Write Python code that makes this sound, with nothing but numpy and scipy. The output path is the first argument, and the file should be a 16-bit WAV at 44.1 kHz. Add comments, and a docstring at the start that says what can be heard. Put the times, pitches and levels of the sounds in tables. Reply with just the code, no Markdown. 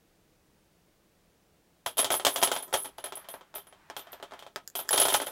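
"""A heap of steel chain is picked over on a table in a small camper van with a short, dense echo.
At first there is only faint rumble and hiss. Near 1.9 s the heap shifts: links knock on the tabletop,
clink together and drag. From about 3 s the knocks are softer and hands rub gently over the work.
Pliers click a few times from 3.9 s, loudest near 4.9 s, as the heap shifts again and clatters to the end."""
import sys
import numpy as np
from scipy import signal
from scipy.fft import rfft, irfft
from scipy.io import wavfile

SR = 44100
rng = np.random.default_rng(int(sys.argv[2]) if len(sys.argv) > 2 else 0)


def inscribe(sig):
    """Save sig as 16-bit PCM at rate SR to the path in sys.argv[1].

    A 1-D sig is mono; a 2-D sig holds one channel per row.
    Samples are clipped to [-1, 1] before scaling.
    """
    pcm = np.round(np.clip(np.atleast_2d(sig).T, -1, 1) * 32767)
    wavfile.write(sys.argv[1], SR, pcm.astype(np.int16))


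N = 234215

# a link lands on the table: (time [s], relative clack level [dB], relative thud level [dB])
LANDINGS = [(1.8626, -23.5, -27), (1.971, -32, -39.5), (1.9808, -20.5, -32.5), (1.9913, -17.5, -24),
            (2.0304, -34, -31.5), (2.0449, -19, -27.5), (2.1041, -21, -23), (2.121, -21.5, -27.5),
            (2.141, -22.5, -26), (2.1979, -30, -32.5), (2.2496, -13.5, -23), (2.267, -14.5, -19.5),
            (2.3603, -20, -28), (2.3827, -35, -33.5), (2.4166, -25.5, -33.5), (2.427, -16.5, -19),
            (2.4325, -14.5, -29.5), (2.4736, -24, -29), (2.5162, -19.5, -24), (2.5548, -33, -37.5),
            (2.5629, -25.5, -30), (2.5996, -44, -45), (2.6301, -41, -42.5), (2.7276, -34, -28.5),
            (2.7393, -17, -20.5), (2.8465, -35.5, -40.5), (2.8571, -37, -39.5), (2.9838, -37, -38),
            (3.0409, -31.5, -35.5), (3.0644, -37.5, -39.5), (3.1228, -34, -36), (3.1714, -42.5, -42),
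            (3.245, -48, -52.5), (3.287, -36.5, -41), (3.3402, -48, -37.5), (3.41, -48, -47.5),
            (3.5414, -42.5, -43), (3.5578, -37, -39.5), (3.582, -40.5, -44), (3.6696, -52, -54),
            (3.7259, -48, -50), (3.9, -43, -37.5), (3.9656, -29.5, -36), (3.9932, -36.5, -46),
            (4.0703, -47, -47.5), (4.1306, -38, -41.5), (4.2004, -71, -47), (4.2267, -35.5, -36.5),
            (4.3101, -48, -51), (4.3211, -52, -39.5), (4.3358, -43.5, -41.5), (4.3919, -38.5, -49),
            (4.4247, -41.5, -44.5), (4.4653, -42.5, -42.5), (4.56, -37.5, -34.5), (4.7532, -25.5, -34.5),
            (4.791, -30, -34), (4.9077, -27, -29.5), (4.9302, -18, -25), (4.9408, -28, -25),
            (4.9608, -26.5, -30), (4.9774, -14.5, -24), (5.0, -20.5, -26), (5.0174, -17, -24),
            (5.053, -20, -22.5), (5.084, -19, -26), (5.1022, -24, -35), (5.1236, -27, -28),
            (5.1412, -14.5, -31), (5.1454, -27, -19), (5.2008, -28, -29), (5.218, -29, -31.5),
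            (5.2688, -30.5, -33.5)]
# the tones of the struck tabletop and of a bending link: (pitch [Hz], width [Hz], relative level [dB])
TABLE_TONES = [(126, 14, -21.5), (287.4, 31, -0.5), (398.8, 42, 0.5), (503, 85, -7.5), (617, 142, 0.5),
               (692, 45, -4.5), (835, 64, -1), (990, 100, -9), (1120, 66, -16), (1272, 37.4, -4),
               (1450, 18, -19), (1526, 35, -21.5), (1770, 69, -24)]
LINK_TONES = [(2616, 300, -15.5), (2930, 230, -14), (3150, 160, 2.5), (3274, 150, 3.5), (3520, 110, 0),
              (3680, 110, -21)]
# bursts of clinks: (start [s], length [s], relative lower ring level [dB], upper ring versus lower [dB])
JINGLE_RUNS = [(1.861, .02, -32.5, -6), (1.972, 0.0041, -29, -4), (1.984, 0.037, -17.5, -11),
               (2.117, 0.055, -23, -6), (2.272, 0.14, -32, -4), (2.42, 0.0045, -30.5, -14),
               (2.431, 0.022, -18, -9), (2.521, 0.071, -31.5, -9), (2.625, .005, -32, -8),
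               (2.73, 0.12, -30, -9), (2.981, .005, -44.5, -8), (3.041, 0.032, -30.5, -13),
               (3.155, 0.018, -33.5, -7), (3.287, 0.051, -41, -2), (3.552, .02, -36.5, 3),
               (3.67, 0.0041, -48.5, -11.5), (3.968, 0.027, -43, 3), (4.120, .005, -50, 8.5),
               (4.756, 0.047, -32.5, 1.5), (4.909, 0.071, -18.5, -13), (4.999, 0.033, -14, -12),
               (5.056, 0.081, -25, -7), (5.129, 0.049, -21, -7), (5.214, .005, -30.5, -9),
               (5.264, .02, -33.5, -4)]
# a link's two groups of very high tones: (pitch [Hz], relative level [dB], free time to fade 60 dB [s])
LOWER_RING_TONES = [(10599, 2, .12), (10648, -2, .085), (10694, 0, .09), (10810, -3, .11),
                    (10880, -13, .05)]
UPPER_RING_TONES = [(12010, -5, .06), (12070, 1, .14), (12400, -5, .025), (12715, -5, .07), (12797, -2, .1)]
# how hard the links drag, one list for each shift of the heap: (time [s], relative level [dB])
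DRAG_CURVES = [
    [(1.9, -75), (1.946, -71), (2.074, -50), (2.186, -48), (2.404, -43.5), (2.542, -44), (2.642, -53),
     (2.78, -47), (2.9, -54)],
    [(4.76, -47), (4.846, -55), (4.98, -43), (5.064, -41.5), (5.202, -52.5), (5.31, -46)],
]
# the pliers click: (time [s], peak level [dB], boost of the low tones [dB])
PLIER_CLICKS = [(3.9, -33, 24), (4.56, -25, 20), (4.6765, -23.5, -10), (4.7003, -38, -12),
                (4.8855, -37, -10), (4.8908, -10.5, 3)]
# the low and the high tones of the pliers: (pitch [Hz], width [Hz], relative level [dB])
PLIER_LOW_TONES = [(1720, 240, 0), (3300, 600, -11), (5000, 700, -7)]
PLIER_HIGH_TONES = [(5700, 630, -20.5), (7000, 720, -4.5), (10500, 850, -27), (11800, 1600, -11),
                    (14900, 780, -27)]
# how hard the hands rub: (time [s], relative level [dB])
RUB_CURVE = [(2.9, -65), (3.058, -64), (3.218, -51.5), (3.378, -56.5), (3.5, -67), (3.632, -64),
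             (3.952, -56.5), (4.134, -52.5), (4.266, -59), (4.388, -51.5), (4.52, -75.5), (4.686, -87),
             (4.818, -55.5), (4.88, -57)]
# the tone colour of the still cabin air: (frequency [Hz], relative level [dB])
AIR_COLOUR = [(12, -47), (20, -3.5), (138, -7.5), (168, -2), (262, -10), (337, -4), (367, -10), (485, -8.5),
              (527, -11), (678, -12.5), (949, -17.5), (14300, -29), (16000, -27)]

THUD_BAND_HZ, CRACK_BAND_HZ = (290, 4500), (4730, 5000)   # where the bass cut and the treble cut set in
THUD_TRIM_DB, CLACK_TRIM_DB, CRACK_TRIM_DB = -4.5, -13.5, -12.5
HARD_LANDING_DB = -11.5   # a clack level in LANDINGS that counts as a hard landing
CRACK_LOSS, ECHO_LOSS = 0.25, 0.045   # extra dB lost for each dB that a landing is softer than that
CLINK_GAP_S, CLINK_GAP_SPREAD = 0.016, 0.23   # average time between clinks; the share it may vary by
JINGLE_FADE_DB, RING_SPREAD_DB = 4.5, 6.5   # fade over one jingle; how much each ringing tone varies
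AGE = np.arange(int(.25 * SR)) / SR   # seconds since a hit


def knocks():
    """A landing link thuds the table, bends with a clack and cracks where it hits; soft hits are duller."""
    out = np.zeros(N)
    for s, clack_db, thud_db in LANDINGS:
        softer_db = HARD_LANDING_DB - clack_db
        crack_db = clack_db + CRACK_TRIM_DB - CRACK_LOSS * softer_db
        drier_db = ECHO_LOSS * softer_db   # a soft landing stirs fewer neighbours
        on_table = impact(near_db=-0.5 - drier_db, near_s=0.048, echo_db=1.5 - drier_db, echo_s=0.14)
        on_link = impact(near_db=2.0 - drier_db, near_s=0.024, echo_db=4.5 - drier_db, echo_s=0.16)
        on_contact = impact(near_db=7.5 - drier_db, near_s=0.016, echo_db=8.5 - drier_db, echo_s=0.12)
        tabletop = resonate(on_table, TABLE_TONES, spread_db=1.5)
        flex = from_db(-1) * band(tabletop, (40, 110))   # the whole top bends only a little
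        thud = band(tabletop, THUD_BAND_HZ) + flex
        clack = band(resonate(on_link, LINK_TONES, spread_db=1.5), (1000, 9000))
        add(out, s, from_db(thud_db + THUD_TRIM_DB) * unit_attack(thud))
        add(out, s, from_db(clack_db + CLACK_TRIM_DB) * unit_attack(clack))
        add(out, s, from_db(crack_db) * unit_attack(band(on_contact, CRACK_BAND_HZ)))
    return out


def clinks():
    """Steel rings on steel; hard hits press the links together, which cuts the ringing short."""
    out = np.zeros(N)
    for s, lower_db, upper_db in jingles(max_clinks=10):
        grip = 1 + from_db(lower_db + 13)
        lower = link_ring(LOWER_RING_TONES, grip, detune_hz=8)
        upper = link_ring(UPPER_RING_TONES, grip, detune_hz=8)
        add(out, s, from_db(lower_db + 22) * lower)
        add(out, s, from_db(upper_db + 23) * upper)
    return out


def jingles(max_clinks):
    """Disturbed chain gives uneven, fading runs of clinks: (time [s], lower ring [dB], upper ring [dB])."""
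    rows = []
    for start, length, lower_db, upper_db in JINGLE_RUNS:
        gaps = CLINK_GAP_S * (1 + CLINK_GAP_SPREAD * rng.uniform(-1, 1, max_clinks))
        delays = np.cumsum(gaps) - gaps[0]
        for delay in delays[delays < length]:
            clink_db = lower_db - JINGLE_FADE_DB * delay / length
            rows.append((start + delay, clink_db, clink_db + upper_db))
    return rows


def link_ring(tones, grip, detune_hz):
    """Tones close in pitch make a link shimmer; the tighter its neighbours grip, the sooner it fades."""
    hz, db, fade_s = np.transpose(tones)[:, :, None]
    strength, detune = rng.standard_normal((2, len(tones), 1))   # no two clinks are quite alike
    fade = from_db(db + RING_SPREAD_DB * strength - 60 * AGE * grip / fade_s)
    ring = np.sum(fade * np.sin(2 * np.pi * (hz + detune_hz * detune) * AGE), axis=0)
    chatter = impact(near_db=3.5, near_s=0.06, echo_db=-1, echo_s=0.15)
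    return unit_energy(signal.fftconvolve(ring, chatter)[:len(AGE)])


def pliers():
    """A steel tool held in the hand gives short, dry clicks."""
    out = np.zeros(N)
    for s, peak_db, low_db in PLIER_CLICKS:
        force = impact(near_db=17.5, near_s=0.0055, echo_db=10.5, echo_s=0.076)
        click = resonate(force, PLIER_HIGH_TONES) + from_db(low_db) * resonate(force, PLIER_LOW_TONES)
        add(out, s, from_db(peak_db) * click / np.abs(click).max())
    return out


def drag(touches_per_s):
    """As the heap shifts, many tiny touches of uneven size blur into a scrape."""
    sizes = from_db(4 * np.minimum(rng.exponential(1, N), 3)) * rng.choice([-1, 1], N)
    touches = sizes * (rng.random(N) < touches_per_s / SR)
    one_touch = impact(near_db=-2, near_s=0.025, echo_db=-1, echo_s=0.14)
    force = signal.fftconvolve(touches, one_touch)[:N]
    thud = unit_level(band(resonate(force, TABLE_TONES), THUD_BAND_HZ))
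    clack = unit_level(resonate(force, LINK_TONES))
    crack = unit_level(band(force, CRACK_BAND_HZ))
    effort = sum(level_in_time(curve) for curve in DRAG_CURVES)
    return effort * (from_db(-3) * thud + from_db(-14.5) * clack + from_db(-9) * crack)


def rubbing_hands():
    """Sliding skin gives a dull, soft rustle."""
    rustle = resonate(rng.standard_normal(N), [(950, 500, 0), (1500, 700, -5)])
    return from_db(-5) * level_in_time(RUB_CURVE) * unit_level(band(rustle, (450, 3500)))


def cabin_air(level_db):
    """The still cabin has a faint, steady rumble and hiss."""
    hz, db = np.transpose(AIR_COLOUR)
    all_hz = np.maximum(np.fft.rfftfreq(N, 1 / SR), 1)
    colour = from_db(np.interp(np.log(all_hz), np.log(hz), db))
    noise = irfft(rfft(rng.standard_normal(N)) * colour, N)
    return from_db(level_db) * unit_level(noise)


def impact(near_db, near_s, echo_db, echo_s):
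    """One hit: a click, a quick scatter off nearby links and surfaces, then the cabin's echo."""
    force = from_db(near_db) * unit_energy(dying_noise(near_s))
    build_up = 1 - np.exp(-AGE / 0.002)
    force += from_db(echo_db) * unit_energy(dying_noise(echo_s) * build_up)
    force[0] += 1   # the click itself
    return force


def resonate(force, tones, spread_db=0):
    """A struck object rings at its own tones; spread_db varies their strength, as the spot hit would."""
    out = 0
    for hz, width, db in tones:
        r = np.exp(-np.pi * width / SR)   # share of the ring left after one sample: wide tones die fast
        feedback = [1, -2 * r * np.cos(2 * np.pi * hz / SR), r * r]
        tone = signal.lfilter([1, 0, -1], feedback, force + 1e-18)
        strength = from_db(db + spread_db * rng.standard_normal())
        out = out + (1 - r * r) / 2 * strength * tone
    return out


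def dying_noise(fade_s):
    """A puff of noise that falls by 60 dB in fade_s seconds."""
    return rng.standard_normal(len(AGE)) * from_db(-60 * AGE / fade_s)


def band(x, edges_hz):
    """Cut the sound steeply below the first edge and gently above the second."""
    low_cut = signal.butter(3, edges_hz[0], "high", fs=SR, output="sos")
    high_cut = signal.butter(1, edges_hz[1], fs=SR, output="sos")
    return signal.sosfilt(np.vstack([low_cut, high_cut]), x + 1e-18)


def level_in_time(curve):
    """A volume that follows (time [s], level [dB]) points and is silent outside them."""
    s, db = np.transpose(curve)
    return from_db(np.interp(np.arange(N) / SR, s, db, left=-120, right=-120))


def from_db(db):
    """Turn decibels into a number to multiply by."""
    return 10 ** (np.asarray(db) / 20)


def unit_level(x):
    """Scale to an average (rms) level of 1."""
    return x / np.sqrt(np.mean(x ** 2) + 1e-20)


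def unit_energy(x):
    """Scale to a total energy of 1."""
    return x / np.sqrt(np.sum(x ** 2) + 1e-20)


def unit_attack(x):
    """Scale so that the first 20 ms have an average (rms) level of 1."""
    return x / np.sqrt(np.mean(x[:SR // 50] ** 2) + 1e-20)


def add(out, s, sound):
    """Mix a sound in at s seconds."""
    start = int(np.clip(round(s * SR), 0, N - 1))
    out[start:start + len(sound)] += sound[:N - start]


def scene():
    """The chain, the pliers and the hands in the quiet cabin, as one channel."""
    handling = knocks() + clinks() + pliers() + drag(touches_per_s=200) + rubbing_hands()
    return (handling + cabin_air(level_db=-66.5))[None]


def record(dry):
    """The very highest treble, above 15900 Hz, is cut steeply."""
    return signal.sosfilt(signal.ellip(10, .1, 70, 15900, fs=SR, output="sos"), dry)


dry = scene()
out = record(dry)
inscribe(out)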